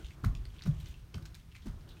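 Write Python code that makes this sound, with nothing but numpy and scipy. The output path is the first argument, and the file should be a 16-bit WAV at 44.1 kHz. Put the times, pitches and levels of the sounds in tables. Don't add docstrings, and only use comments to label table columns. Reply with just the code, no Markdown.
import sys
import numpy as np
from scipy import signal
from scipy.fft import rfft, irfft, next_fast_len
from scipy.io import wavfile
from scipy.ndimage import map_coordinates

SR = 44100
rng = np.random.default_rng(int(sys.argv[2]) if len(sys.argv) > 2 else 0)


def output_pcm(signal):
    pcm = np.clip(np.atleast_2d(signal).T, -1, 1) * 32767
    wavfile.write(sys.argv[1], SR, np.round(pcm).astype(np.int16))


N = 88200
T = np.arange(N) / SR


def amp(db):
    return 10 ** (np.asarray(db) / 20)


def unit(x):
    return x / np.sqrt(np.mean(x ** 2) + 1e-20)


def along(points, hz):
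    point_hz, value = np.transpose(points)
    return np.interp(np.log(hz + 1), np.log(point_hz + 1), value)


def filtered(x, response):
    size = next_fast_len(len(x) + 8192)
    spectrum = rfft(x, size) * response(np.fft.rfftfreq(size, 1 / SR))
    return irfft(spectrum, size)[:len(x)]


def noise(spectrum):
    points = [(5, -120)] + list(spectrum)
    return unit(filtered(rng.standard_normal(N), lambda hz: amp(along(points, hz))))


def wobble(rate):
    knots = rng.standard_normal(int(N * rate / SR) + 4)
    return map_coordinates(knots, [T * rate])


def swell(start, rise, t60):
    u = np.clip(T - start, 0, None)
    attack = np.sin(np.pi / 2 * np.minimum(u / rise, 1)) ** 1.4
    return attack * amp(-60 * np.clip(u - rise, 0, None) / t60)


# frequency in Hz, relative density in dB per Hz.
HOUSE_SPECTRUM = [(13, -18), (22, 8), (143, -0.5), (222, -13), (418, -23), (480, -28), (981, -28),
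                  (1070, -28), (2240, -29.5), (5260, -33.5), (14500, -40.5), (15800, -72)]


def house():
    return amp(-54) * noise(HOUSE_SPECTRUM)


# time in seconds, level in dB before the cloth trim.
CLOTH_LEVELS = [(0, -53), (.04, -58), (.13, -57.5), (.2, -71), (.4, -65.5), (.5, -63.5), (.6, -62.5),
                (.72, -61.5), (.8, -60), (.88, -55.5), (.96, -64), (1.1, -77), (1.2, -64.5), (1.3, -79),
                (1.4, -58), (1.47, -87), (1.58, -61.5), (1.7, -68), (1.8, -66), (1.9, -78), (2, -63)]
# frequency in Hz, relative density in dB per Hz.
CLOTH_SPECTRUM = [(600, -26), (1500, -12.5), (3200, -3.5), (5000, -15.5), (7000, -9), (10000, -18)]
# time in seconds, level in dB before its wobble.
RUSH_LEVELS = [(0, -56.5), (.06, -70), (.2, -64), (.36, -73), (.55, -68), (.72, -67.5), (.85, -69.5),
               (1.0, -73.5), (1.15, -70.5), (1.3, -64), (1.4, -88), (1.6, -75), (1.72, -66), (1.85, -63.5),
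               (2, -68.5)]
# frequency in Hz, relative density in dB per Hz.
RUSH_SPECTRUM = [(120, -27), (200, -7.5), (260, -9.5), (335, -0.5), (450, -11), (900, -15), (1500, -13.5),
                 (2500, -33.5)]
CLOTH_TRIM_DB, GRAIN_DB = -7.5, 2


def rustle():
    def level(rows):
        return amp(np.interp(T, *np.transpose(rows)))

    grain = amp(GRAIN_DB * wobble(160) + 2.3 * wobble(25.57))
    cloth = amp(CLOTH_TRIM_DB) * unit(grain * noise(CLOTH_SPECTRUM))
    rush = amp(2 * wobble(21)) * noise(RUSH_SPECTRUM)
    return level(CLOTH_LEVELS) * cloth + level(RUSH_LEVELS) * rush


# start in seconds, level in dB before the length scaling,
# resonance in Hz, broad share in dB, bright share in dB (both against the resonance), decay constant in ms.
CRACKLES = [(0.045, -46, 3240, 0, -34, 6.3), (0.057, -47, 3220, -12, -30, 4.9),
            (.066, -47, 3180, 4, -22, 2.7), (0.085, -49, 3540, -5, -24, 1.7),
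            (0.1073, -42.5, 2370, -2, -28, 1.6), (0.351, -36, 2900, 26, -3, 1.47),
            (.372, -47, 3660, 0, -12, 0.77), (0.4534, -39.5, 4100, 7, -38, 1.86),
            (0.502, -50, 2960, -17, -33, 1.1), (.563, -51, 2950, -14, -28, 3),
            (.585, -47.5, 3130, -15, -33, 3.1), (.592, -42, 3050, -13, -16, 2.1),
            (.599, -49, 2900, -4, -23, 1.4), (0.61, -42, 2050, -15, -28, 1.2),
            (.6215, -36.5, 4130, -7, -42, 3), (.630, -44, 3900, 12, -28, 1.2),
            (0.6366, -36.5, 5240, 2, -15, .9), (0.644, -48, 4500, -14, -13, 0.75),
            (.647, -59, 5300, -4, -30, 1.5), (0.801, -41.5, 3720, -9, 9, 2.1),
            (0.809, -37.5, 3720, 1, 13.5, 1.5), (0.858, -44, 3020, 11, -22, 3.7),
            (0.862, -42, 4500, 15, 19, 0.86), (.868, -44.5, 3520, -5, -31, 2.9),
            (0.875, -49.5, 3540, 1, -6, 3.1), (0.886, -38, 3660, -5, 25, 0.96),
            (0.895, -60, 3460, 3, -25, 2.4), (.905, -61, 3600, -9, 4, .7),
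            (0.9411, -45.5, 2660, -8, -25, 2.3), (1.222, -50, 3960, 9, -18, 1.7),
            (1.226, -43, 3600, -5, 9, 1.3), (1.2545, -36, 1740, 10.5, 10, 1.6),
            (1.260, -37.5, 6040, 4, 8, 1.6), (1.2649, -50, 2900, -8, -5, 0.67),
            (1.275, -58, 3500, -15, -17, 3.3), (1.3447, -40.5, 4300, 3, -24, 1.7),
            (1.3504, -36, 6600, 6, 6, 1.53), (1.356, -52, 2420, 0, -5.5, 2.3),
            (1.411, -62, 3200, -17, -25, 4.6), (1.516, -53, 2740, -1, -28, 5.4),
            (1.523, -51.5, 2980, 5, -18, 2.5), (1.548, -46.5, 2340, -8, -28, 3.2),
            (1.5522, -37.5, 2300, 9, -22, .7), (1.560, -53.5, 2200, 0, -22, 6.3),
            (1.5638, -42, 2270, 3, -16, 2.1), (1.572, -65, 2080, -8, -28, 2.2),
            (1.619, -52, 3880, -9, -26, 1.1), (1.623, -44, 3550, -8, -22, .6),
            (1.809, -56.5, 4400, -22, -37, 3), (1.876, -58.5, 3250, -10, -30, 8.8),
            (1.889, -47, 3650, -23, 1.5, 9), (1.905, -51, 3440, -16, -34, 12),
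            (1.919, -54, 3440, -6, -13, 6.2), (1.935, -64, 3700, -12, -30, 4.6),
            (1.969, -52, 2730, -9, -21, 3.4)]
TICK_Q, LOW_HZ, HIGH_HZ, BRIGHT_HZ = 2.82, 1200, 5560, 7400
TRAIL_DB, TRAIL_S, TRAIL_SHARE = -12, 0.007, 0.03
TICK_RISE_MS, UNEVEN_DB = 0.2, 2


def unit_energy(x):
    return x / np.linalg.norm(x)


def ticks():
    out, t = np.zeros(N + 2048), np.arange(2048) / SR
    jf = 1j * np.fft.rfftfreq(len(t), 1 / SR)
    broad = (jf / (LOW_HZ + jf)) ** 3 / (1 + jf / HIGH_HZ) ** 2
    bright = (jf / (BRIGHT_HZ + jf)) ** 4
    soft_edge = 1 - np.exp(-t * 1000 / TICK_RISE_MS)
    draws = rng.standard_normal((len(CRACKLES), 3, len(t)))
    for (s, db, hz, broad_db, bright_db, ms), (grit, grain, colour) in zip(CRACKLES, draws):
        sparse = np.abs(grain) > np.quantile(np.abs(grain), 1 - TRAIL_SHARE)
        trail = amp(TRAIL_DB) * np.exp(-t / TRAIL_S) * sparse / np.sqrt(TRAIL_SHARE)
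        decay = np.exp(-t * 1000 / max(ms, 0.1))
        burst = rfft(grit * (decay + trail) * soft_edge)
        burst = burst * amp(UNEVEN_DB * map_coordinates(colour, [jf.imag / 900]))
        damping = jf * hz / TICK_Q
        peak = (damping / (hz * hz + jf * jf + damping)) ** 2
        ring, wide, crisp = [unit_energy(irfft(burst * h)) for h in (peak, broad, bright)]
        crackle = unit_energy(ring + amp(broad_db) * wide + amp(bright_db) * crisp)
        out[round(s * SR):][:len(t)] += amp(db) * np.sqrt(ms * SR / 8000) * crackle
    return out[:N]


# knock centre in seconds, knock peak in dB, knock frequency in Hz,
# dull scuff in dB and bright brush in dB (both before their wobble), brush t60 in seconds.
PILE_SLAPS = [(0.2441, -29, 1280, -48, -53.5, 0.097), (0.664, -41.5, 1250, -53, -59.5, 0.11),
              (1.147, -49.5, 1130, -54, -61, 0.09), (1.183, -46.5, 1340, -60.5, -85, 0.041),
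              (1.662, -67, 1400, -56.5, -66, 0.15)]
# frequency in Hz, relative density in dB per Hz.
SCUFF_SPECTRUM = [(250, -23), (400, -6.5), (650, -3), (1100, -6), (1600, -5), (2300, -16), (4000, -15)]
# frequency in Hz, relative density in dB per Hz.
BRUSH_SPECTRUM = [(1000, -25), (2000, 8), (3500, 3), (6000, -2), (9000, -7.5), (15800, -17)]
SLAP_S, BRUSH_LEAD_S = 0.00088, 0.01


def slaps():
    knock, scuff_level, brush_level = np.zeros(N), np.zeros(N), np.zeros(N)
    for s, db, hz, scuff_db, brush_db, t60 in PILE_SLAPS:
        bell_db = -6.8 * ((T - s) / SLAP_S) ** 2
        knock += amp(db + bell_db) * np.cos(2 * np.pi * hz * (T - s))
        shape = swell(s - BRUSH_LEAD_S, BRUSH_LEAD_S, t60)
        scuff_level += amp(scuff_db) * shape
        brush_level += amp(brush_db) * shape
    scuff = scuff_level * amp(5.6 * wobble(250)) * noise(SCUFF_SPECTRUM)
    brush = brush_level * amp(5.6 * wobble(250)) * noise(BRUSH_SPECTRUM)
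    return knock, scuff + brush


# start in seconds, level in dB, frequency in Hz.
WEIGHT_SWAYS = [(0.033, -36, 47), (0.088, -41, 72.6), (.268, -26.5, 54), (0.384, -32, 39.8),
                (0.457, -38.5, 40.7), (0.523, -42, 51), (.66, -30, 125), (0.711, -34, 50.7),
                (0.769, -32.5, 62), (0.828, -35, 75.6), (0.889, -37, 47.2), (0.963, -43, 50.5),
                (1.222, -38, 81.7), (1.25, -43.5, 45), (1.308, -42.5, 60.5), (1.682, -47, 52),
                (1.742, -45, 54), (1.792, -47, 58.4), (1.845, -46.5, 53.5), (1.888, -50, 48.6)]
SWAY_CYCLES = 1.72


def sways():
    out = np.zeros(N)
    for s, db, hz in WEIGHT_SWAYS:
        u = np.clip((T - s) * hz / SWAY_CYCLES, 0, 1)
        out -= amp(db) * np.sin(np.pi * u) ** 2 * np.sin(2 * np.pi * hz * (T - s))
    return out


# frequency in Hz, t60 in seconds.
BOARD_MODES = [(50, 0.41), (82, 0.1), (108, 0.28), (131, 0.13), (151, 0.35), (178, 0.21), (212, 0.18),
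               (252, 0.213), (345, 0.088), (420, 0.092)]
# start in seconds, swell in cycles at the swell frequency, shudder in dB,
# then for each board mode at that spot its level in dB before the foot settles.
FOOTFALLS = [(.232, 2.74, -33, -30.5, -29.5, -25.5, -28, -42, -37, -35, -36.5, -52.5, -52),
             (0.653, 4.9, -36.5, -53, -58, -37, -29.5, -26.5, -30.5, -43.5, -49.5, -50, -55),
             (1.136, 3.73, -48, -48.5, -38, -50.5, -39.5, -39.5, -41.5, -45, -53.5, -56, -54),
             (1.654, 2.6, -40, -46, -52, -46, -55, -46.5, -50, -39, -41.5, -48, -56)]
# frequency in Hz, relative density in dB per Hz.
SHUDDER_SPECTRUM = [(13, -61), (22, 28), (48, 9.5), (139, 2), (330, -17.5), (607, -37), (1200, -21.5),
                    (1500, -54.5), (1800, -27), (2340, -98), (3960, -120)]
SWELL_HZ, SWELL_LAW = 140, 0.83
SHUDDER_RISE_S, SHUDDER_T60 = 0.049, 0.8
SETTLE_DB, SETTLE_S, RAGGED_DB = -4.5, 0.014, 3.5


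def boards():
    ring, shudder_level = np.zeros(N), np.zeros(N)
    for s, cycles, shudder_db, *levels in FOOTFALLS:
        for (hz, t60), db in zip(BOARD_MODES, levels):
            rise = cycles / SWELL_HZ * (SWELL_HZ / hz) ** SWELL_LAW
            settled = np.clip((T - s - rise) / SETTLE_S, 0, 1)
            level = amp(db + settled * (SETTLE_DB + RAGGED_DB * wobble(30.07)))
            ring += level * swell(s, rise, t60) * np.sin(2 * np.pi * hz * (T - s))
        shudder_level += amp(shudder_db) * swell(s, SHUDDER_RISE_S, SHUDDER_T60)
    return ring + shudder_level * noise(SHUDDER_SPECTRUM)


# frequency in Hz, t60 in seconds.
ROOM_DECAY = [(300, 0.82), (2000, 0.19), (10000, 0.19)]
WALL_S = 0.006


def room(x):
    hz, t, cells = signal.stft(rng.standard_normal(SR // 2), SR, nperseg=256)
    decay = amp(-60 * t / along(ROOM_DECAY, hz)[:, None])
    tail = signal.istft(cells * decay, SR, nperseg=256)[1]
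    delayed = np.pad(x, (round(WALL_S * SR), 0))
    return signal.fftconvolve(delayed, unit_energy(tail))[:N]


def scene():
    knock, brush = slaps()
    crackle = brush + ticks()
    wet = room(amp(-6.5) * crackle + amp(-14) * knock)
    return (house() + rustle() + wet + crackle + knock + sways() + boards())[None]


# frequency in Hz, gain in dB.
MIC_RESPONSE = [(15, -13), (30, -4.5), (50, 3), (6000, 0), (7600, -5), (9000, -1), (10400, -9),
                (12000, -5.5), (14700, -6.5), (15800, -13)]
# frequency in Hz, relative density in dB per Hz.
HISS_SPECTRUM = [(1500, -32), (4000, -10), (8000, -5), (12000, -1.5), (15800, -2.5)]
HISS_DB, TOP_HZ = -77, 15900


def record(dry):
    coloured = filtered(dry[0], lambda hz: amp(along(MIC_RESPONSE, hz)))
    hissing = coloured + amp(HISS_DB) * noise(HISS_SPECTRUM)
    return filtered(hissing, lambda hz: hz < TOP_HZ)[None]


dry = scene()
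out = record(dry)
output_pcm(out)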